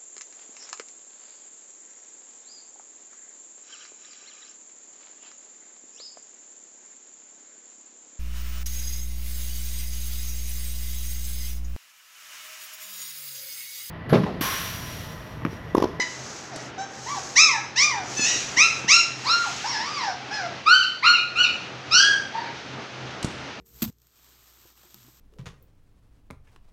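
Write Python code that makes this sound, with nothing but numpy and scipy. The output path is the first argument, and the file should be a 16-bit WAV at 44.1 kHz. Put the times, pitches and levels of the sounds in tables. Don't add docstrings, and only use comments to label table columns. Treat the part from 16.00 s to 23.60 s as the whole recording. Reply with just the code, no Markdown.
import sys
import numpy as np
from scipy import signal
from scipy.fft import rfft, irfft, next_fast_len
from scipy.io import wavfile
from scipy.ndimage import uniform_filter1d, minimum_filter1d, map_coordinates

SR = 44100
rng = np.random.default_rng(int(sys.argv[2]) if len(sys.argv) > 2 else 0)


def dump_mix(stems):
    frames = np.atleast_2d(stems).T
    limited = np.clip(frames, -1, 1)
    pcm = np.round(limited * 32767).astype(np.int16)
    wavfile.write(sys.argv[1], SR, pcm)


N = 335160


def amp(db):
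    return 10 ** (np.asarray(db) / 20)


def along(points, hz):
    point_hz, values = np.transpose(points)
    return np.interp(np.log(hz + 1), np.log(point_hz), values)


def curves(rows, t):
    times, *columns = np.transpose(rows)
    return [np.interp(t, times, column) for column in columns]


def arch(times, values, t):
    slope = np.gradient(values, times)
    i = np.clip(np.searchsorted(times, t) - 1, 0, len(times) - 2)
    span, step = times[i + 1] - times[i], values[i + 1] - values[i]
    part = np.clip((t - times[i]) / span, 0, 1)
    bend = (1 - part) * (slope[i] * span - step) - part * (slope[i + 1] * span - step)
    return values[i] + part * step + part * (1 - part) * bend


def wobble(rate, t):
    return map_coordinates(rng.standard_normal(2 ** 12), [(t - t[0]) * rate], mode="wrap")


def filtered(x, response):
    size = next_fast_len(len(x) + SR // 2)
    return irfft(rfft(x, size) * response(np.fft.rfftfreq(size, 1 / SR)), size)[:len(x)]


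def noise(spectrum):
    x = filtered(rng.standard_normal(N), lambda hz: amp(along(spectrum, hz)))
    return x / np.sqrt(np.mean(x ** 2) + 1e-20)


def add(track, start_s, sound):
    start = round(start_s * SR)
    sound, start = sound[max(-start, 0):], max(start, 0)
    track[start:start + len(sound)] += sound[:max(N - start, 0)]


def resonance(hz, centre_hz, width_hz):
    gain = 1 / (1 + ((hz - centre_hz) / width_hz) ** 2)
    return gain / np.linalg.norm(gain, axis=0)


def mouth(overtone_hz, base_db, lower_db, upper_db, upper_hz, lower_hz=1760, valley_hz=3500):
    opening_db = np.clip(lower_db - base_db, -8, 25)
    lower = resonance(overtone_hz, lower_hz + 30 * opening_db, width_hz=530)
    upper = resonance(overtone_hz, upper_hz, width_hz=0.11 * upper_hz)
    upper /= 1 + (valley_hz / overtone_hz) ** 20
    middle = amp(-8) / (1 + ((overtone_hz - 3950) / 140) ** 2)
    gains = amp(lower_db) * lower + amp(upper_db) * (middle + upper)
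    return gains / (1 + (overtone_hz / (1.78 * upper_hz)) ** 4.3)


def voice(t, pitch_hz, base_db, lower_db, upper_db, upper_hz, rough, waver=0.0048, swell_db=2.5):
    unsteady_hz = pitch_hz * (1 + waver * wobble(161.6, t) + 0.066 * rough * wobble(900, t))
    harmonics = np.arange(1, 11)[:, None]
    overtone_gains = mouth(harmonics[1:] * unsteady_hz, base_db, lower_db, upper_db, upper_hz)
    gains = np.vstack([amp(base_db), overtone_gains])
    phase = 2 * np.pi * (harmonics * np.cumsum(unsteady_hz) / SR + rng.random(harmonics.shape))
    swell = amp([swell_db * wobble(68.4, t) for _ in harmonics])
    flutter = np.array([wobble(600, t) + 1j * wobble(600, t) for _ in harmonics])
    tones = swell * (1 + rough * np.minimum(harmonics / 2, 1) * flutter) * np.exp(1j * phase)
    from_edge_s = np.minimum(t - t[0], t[-1] - t)
    fade = np.sin(np.pi / 2 * np.clip(from_edge_s / .012, 0, 1)) ** 2
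    return np.sqrt(2) * fade * np.sum(gains * tones.real, axis=0)


def yelp(length_s, attack_s, first_hz, top_hz, rise_s, hold_s, sag_s,
         base_db, lower_db, upper_db, base_fade, upper_fade, upper_hz, rough, rest_hz=631):
    t = np.arange(round(length_s * SR)) / SR
    tense_hz = top_hz - (top_hz - first_hz) * np.clip(1 - t / rise_s, 0, 1) ** 2.05
    tension = 1 / (1 + (np.maximum(t - rise_s - hold_s, 0) / sag_s) ** 2)
    pitch_hz = rest_hz + (tense_hz - rest_hz) * tension
    starting = np.clip(1 - t / attack_s, 0, 1) ** 2
    closing_s = np.maximum(t - attack_s, 0)
    base = base_db - 14.5 * starting - base_fade * closing_s
    lower = lower_db - 12 * starting - 0.51 * upper_fade * closing_s
    upper = upper_db - 19 * starting - upper_fade * closing_s
    return voice(t, pitch_hz, base, lower, upper, upper_hz, rough + .22 * starting)


def yelps():
    # start_s, length_s, attack_s, first_hz, top_hz, rise_s, hold_s, sag_s, base_db, lower_db,
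    # upper_db, base_fade_db_per_s, upper_fade_db_per_s, upper_hz, roughness_0_to_1
    cries = [ (-.05, 0.089, 0.041, 895, 1002, 0.044, 0.0084, 0.14, -26, -23.5, -27.5, 450, 210, 5740, 0.37),
             (.505, 0.11, 0.037, 747, 786, 0.0081, 0.0064, 0.012, -39, -49, -48, 20, 20, 5500, 0.43),
             (.772, 0.081, 0.027, 748, 785, 0.069, 0.012, .1, -26.5, -41, -40, 23, 92, 5970, 0.17),
             (1.057, 0.14, 0.011, 812, 1150, 0.067, 0.0032, 0.033, -30.5, -42.5, -42, 3.7, 10, 5840, 0.1),
             (1.353, .24, 0.04, 784, 1319, 0.074, 0.0041, 0.092, -22.5, -14.5, -10.5, 33, 230, 5700, 0.036),
             (1.754, 0.29, 0.061, 783, 1223, 0.11, 0.0019, .073, -29, -18, -15, 6.9, 275, 5610, 0.089),
             (2.562, 0.11, 0.052, 846, 1359, 0.098, .005, .12, -24.5, -13.5, -16.5, 13, 330, 5580, .09),
             (2.874, 0.14, 0.039, 800, 1381, 0.089, 0.024, 0.072, -27, -15, -14, 8, 128, 5790, 0.12),
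             (3.239, 0.28, 0.078, 697.6, 1398, 0.1, 0.093, 0.023, -21, -32.5, -22.5, 58, 280, 4750, 0.18),
             (4.3, 0.18, 0.047, 727, 860, .05, 0.0035, 0.06, -28, -31, -34, 4.4, 123, 5340, 0.23),
             (4.655, 0.192, 0.071, 1103, 1523, 0.11, 0.043, .06, -10, -20, -19, 250, 98, 4500, 0.034),
             (5.021, 0.17, 0.053, 807, 1428, 0.057, 0.038, 0.11, -10.5, -13.5, -21.5, 380, 127, 4140, 0.13),
             (5.348, 0.1137, 0.054, 1175, 1470, .067, 0.0011, .055, -20.5, -17, -38.5, 190, 20, 4950, 0.14),
             (5.905, 0.24, 0.047, 1163, 1643, 0.14, 0.037, 0.17, -14.5, -16, -14.5, 45, 187, 5050, .11),
             (6.33, 0.167, 0.026, 793, 943, 0.043, .005, 0.08, -24, -41, -50, 180, 23, 4270, 0.51), ]
    track = np.zeros(N)
    for start_s, *shape in cries:
        add(track, start_s, yelp(*shape))
    return track


def room(x, ring_s=0.51, tail_db=-5, early_db=-9, gap_s=0.0071):
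    t = np.arange(SR * 3 // 4) / SR
    tail = rng.standard_normal(len(t)) * amp(-60 * t / ring_s) * (t > gap_s)
    walls = np.zeros(len(t))
    walls[(rng.uniform(.002, .025, size=8) * SR).astype(int)] = rng.choice([-1, 1], size=8)
    echoes = amp(tail_db) * tail / np.linalg.norm(tail) + amp(early_db) * walls / np.linalg.norm(walls)
    return signal.fftconvolve(x, echoes)[:N]


def hand_rustle(uneven_db=0.5, grain_db=1.0):
    # start_s, length_s, level_db
    rubs = [(-.15, 0.73, -37.5), (0.531, 0.19, -41.5), (0.865, 0.66, -35.5), (2.013, 0.57, -30.5),
            (2.48, .42, -35.5), (3.121, 0.68, -34.5), (3.613, 0.56, -46)]
    # frequency_hz, relative_db
    rustle_tone = [(3500, -12.5), (6500, -3), (9000, -23), (14000, -10)]
    t = np.arange(N) / SR
    rubbing = sum(amp(level_db) * np.sin(np.pi * np.clip((t - start_s) / length_s, 0, 1))
                  for start_s, length_s, level_db in rubs)
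    texture = amp(-uneven_db * wobble(6.9, t) + grain_db * wobble(300, t))
    return rubbing * texture * noise(rustle_tone)


def background(hum_hz=129, hum_db=-10):
    # time_s, rumble_db, hiss_db
    levels = [(.35, -39, -54.5), (.7, -39, -47), (1.1, -40, -56.5), (1.65, -39.5, -49.5), (2.4, -35.5, -40),
              (3.05, -40, -43), (3.5, -38.5, -36), (4.2, -40, -40), (4.55, -38, -42.5), (4.8, -45.5, -43.5),
              (5.25, -43, -46), (5.4, -37, -42.5)]
    # frequency_hz, relative_db
    rumble_tone = [(30, -42.5), (45, -41.5), (75, -4), (120, -4), (280, -0.5), (550, -3.5), (900, -3),
                   (2000, -12.5), (9000, -48)]
    # frequency_hz, relative_db
    hiss_tone = [(300, -27), (1000, -3.5), (2700, 1.5), (6300, -8.5), (8000, -28), (12000, -26.5)]
    t = np.arange(N) / SR
    rumble_db, hiss_db = curves(levels, t)
    hum = np.sqrt(2) * np.sin(2 * np.pi * hum_hz * t + 0.26 * wobble(10, t))
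    hum *= amp(hum_db + 3.9 * wobble(13.0, t))
    rumble = amp(rumble_db + wobble(11, t)) * (noise(rumble_tone) + hum)
    hiss = amp(hiss_db + wobble(17, t)) * noise(hiss_tone)
    return rumble + hiss


def bumps(rise_s=0.0015, click_s=0.028):
    # start_s, thud_hz, thud_db, click_db
    knocks = [(0.561, 342, -25.5, -27), (2.194, 235, -18, -55), (2.36, 288, -22.5, -43),
              (2.574, 255, -25, -41), (2.845, 193, -24, -53), (7.228, 200, -38, -23),
              (7.246, 109, -10, -23)]
    track = np.zeros(N)
    t = np.arange(SR // 10) / SR
    for start_s, thud_hz, thud_db, click_db in knocks:
        swing = np.gradient(np.sin(2 * np.pi * thud_hz * t) * t * np.exp(-t / rise_s))
        click = amp(click_db - 60 * t / click_s) * rng.standard_normal(len(t))
        add(track, start_s, click - amp(thud_db) * swing / np.abs(swing).max())
    return track


def squeal(break_s=2.24, upper_hz=6100):
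    # time_s, pitch_hz, level_db
    path = [(2.16, 865, -34), (2.194, 876, -26.5), (2.235, 857, -23.5), (2.291, 961, -25.5),
            (2.44, 782, -39.5)]
    times, pitch_hz, _ = np.transpose(path)
    t = np.arange(times[0], times[-1], 1 / SR)
    _, level_db = curves(path, t)
    rough = np.where(t < break_s, 0.064, 0.45)
    glide_hz = arch(times, pitch_hz, t)
    return times[0], voice(t, glide_hz, level_db - 27, level_db - 3, level_db, upper_hz, rough)


def whine(upper_hz=5240, rough=0.28):
    # time_s, pitch_hz, base_db, lower_db, upper_db
    path = [(3.635, 696.3, -25, -35, -40), (3.69, 1113, -35, -45, -34), (3.756, 862, -29.5, -32.5, -33),
            (3.924, 1236, -33.5, -49, -43), (3.98, 1113, -31, -37, -35.5), (4.049, 875, -23.5, -36.5, -39),
            (4.132, 687, -32, -39.5, -41)]
    times, pitch_hz = np.transpose(path)[:2]
    t = np.arange(times[0], times[-1], 1 / SR)
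    _, base_db, lower_db, upper_db = curves(path, t)
    return times[0], voice(t, arch(times, pitch_hz, t), base_db, lower_db, upper_db, upper_hz, rough)


def scene(direct_db=-1.5, turned_db=-4.5, turn_s=4.88):
    cries = yelps()
    add(cries, *whine())
    add(cries, *squeal())
    knocks = bumps()
    turned = .5 + .5 * np.tanh(10 * (np.arange(N) / SR - turn_s))
    direct = amp(direct_db + turned_db * turned) * cries + knocks
    echo = amp(-.5 * turned_db * turned) * room(cries + .5 * knocks)
    return (direct + echo + hand_rustle() + background())[None]


def record(dry):
    # frequency_hz, gain_db
    microphone = [(800, -3), (1030, -5), (1300, 0), (8050, 0.5), (8800, -8), (10500, -10), (13000, -29.5)]
    ceiling, window, top_hz = .78, SR // 100, 15500
    heard = filtered(dry[0], lambda hz: amp(along(microphone, hz)))
    needed_gain = np.minimum(1, ceiling / (np.abs(heard) + 1e-9))
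    smooth_gain = uniform_filter1d(minimum_filter1d(needed_gain, size=window), size=window)
    return filtered(heard * smooth_gain, lambda hz: hz < top_hz)[None]


dry = scene()
out = record(dry)
dump_mix(out)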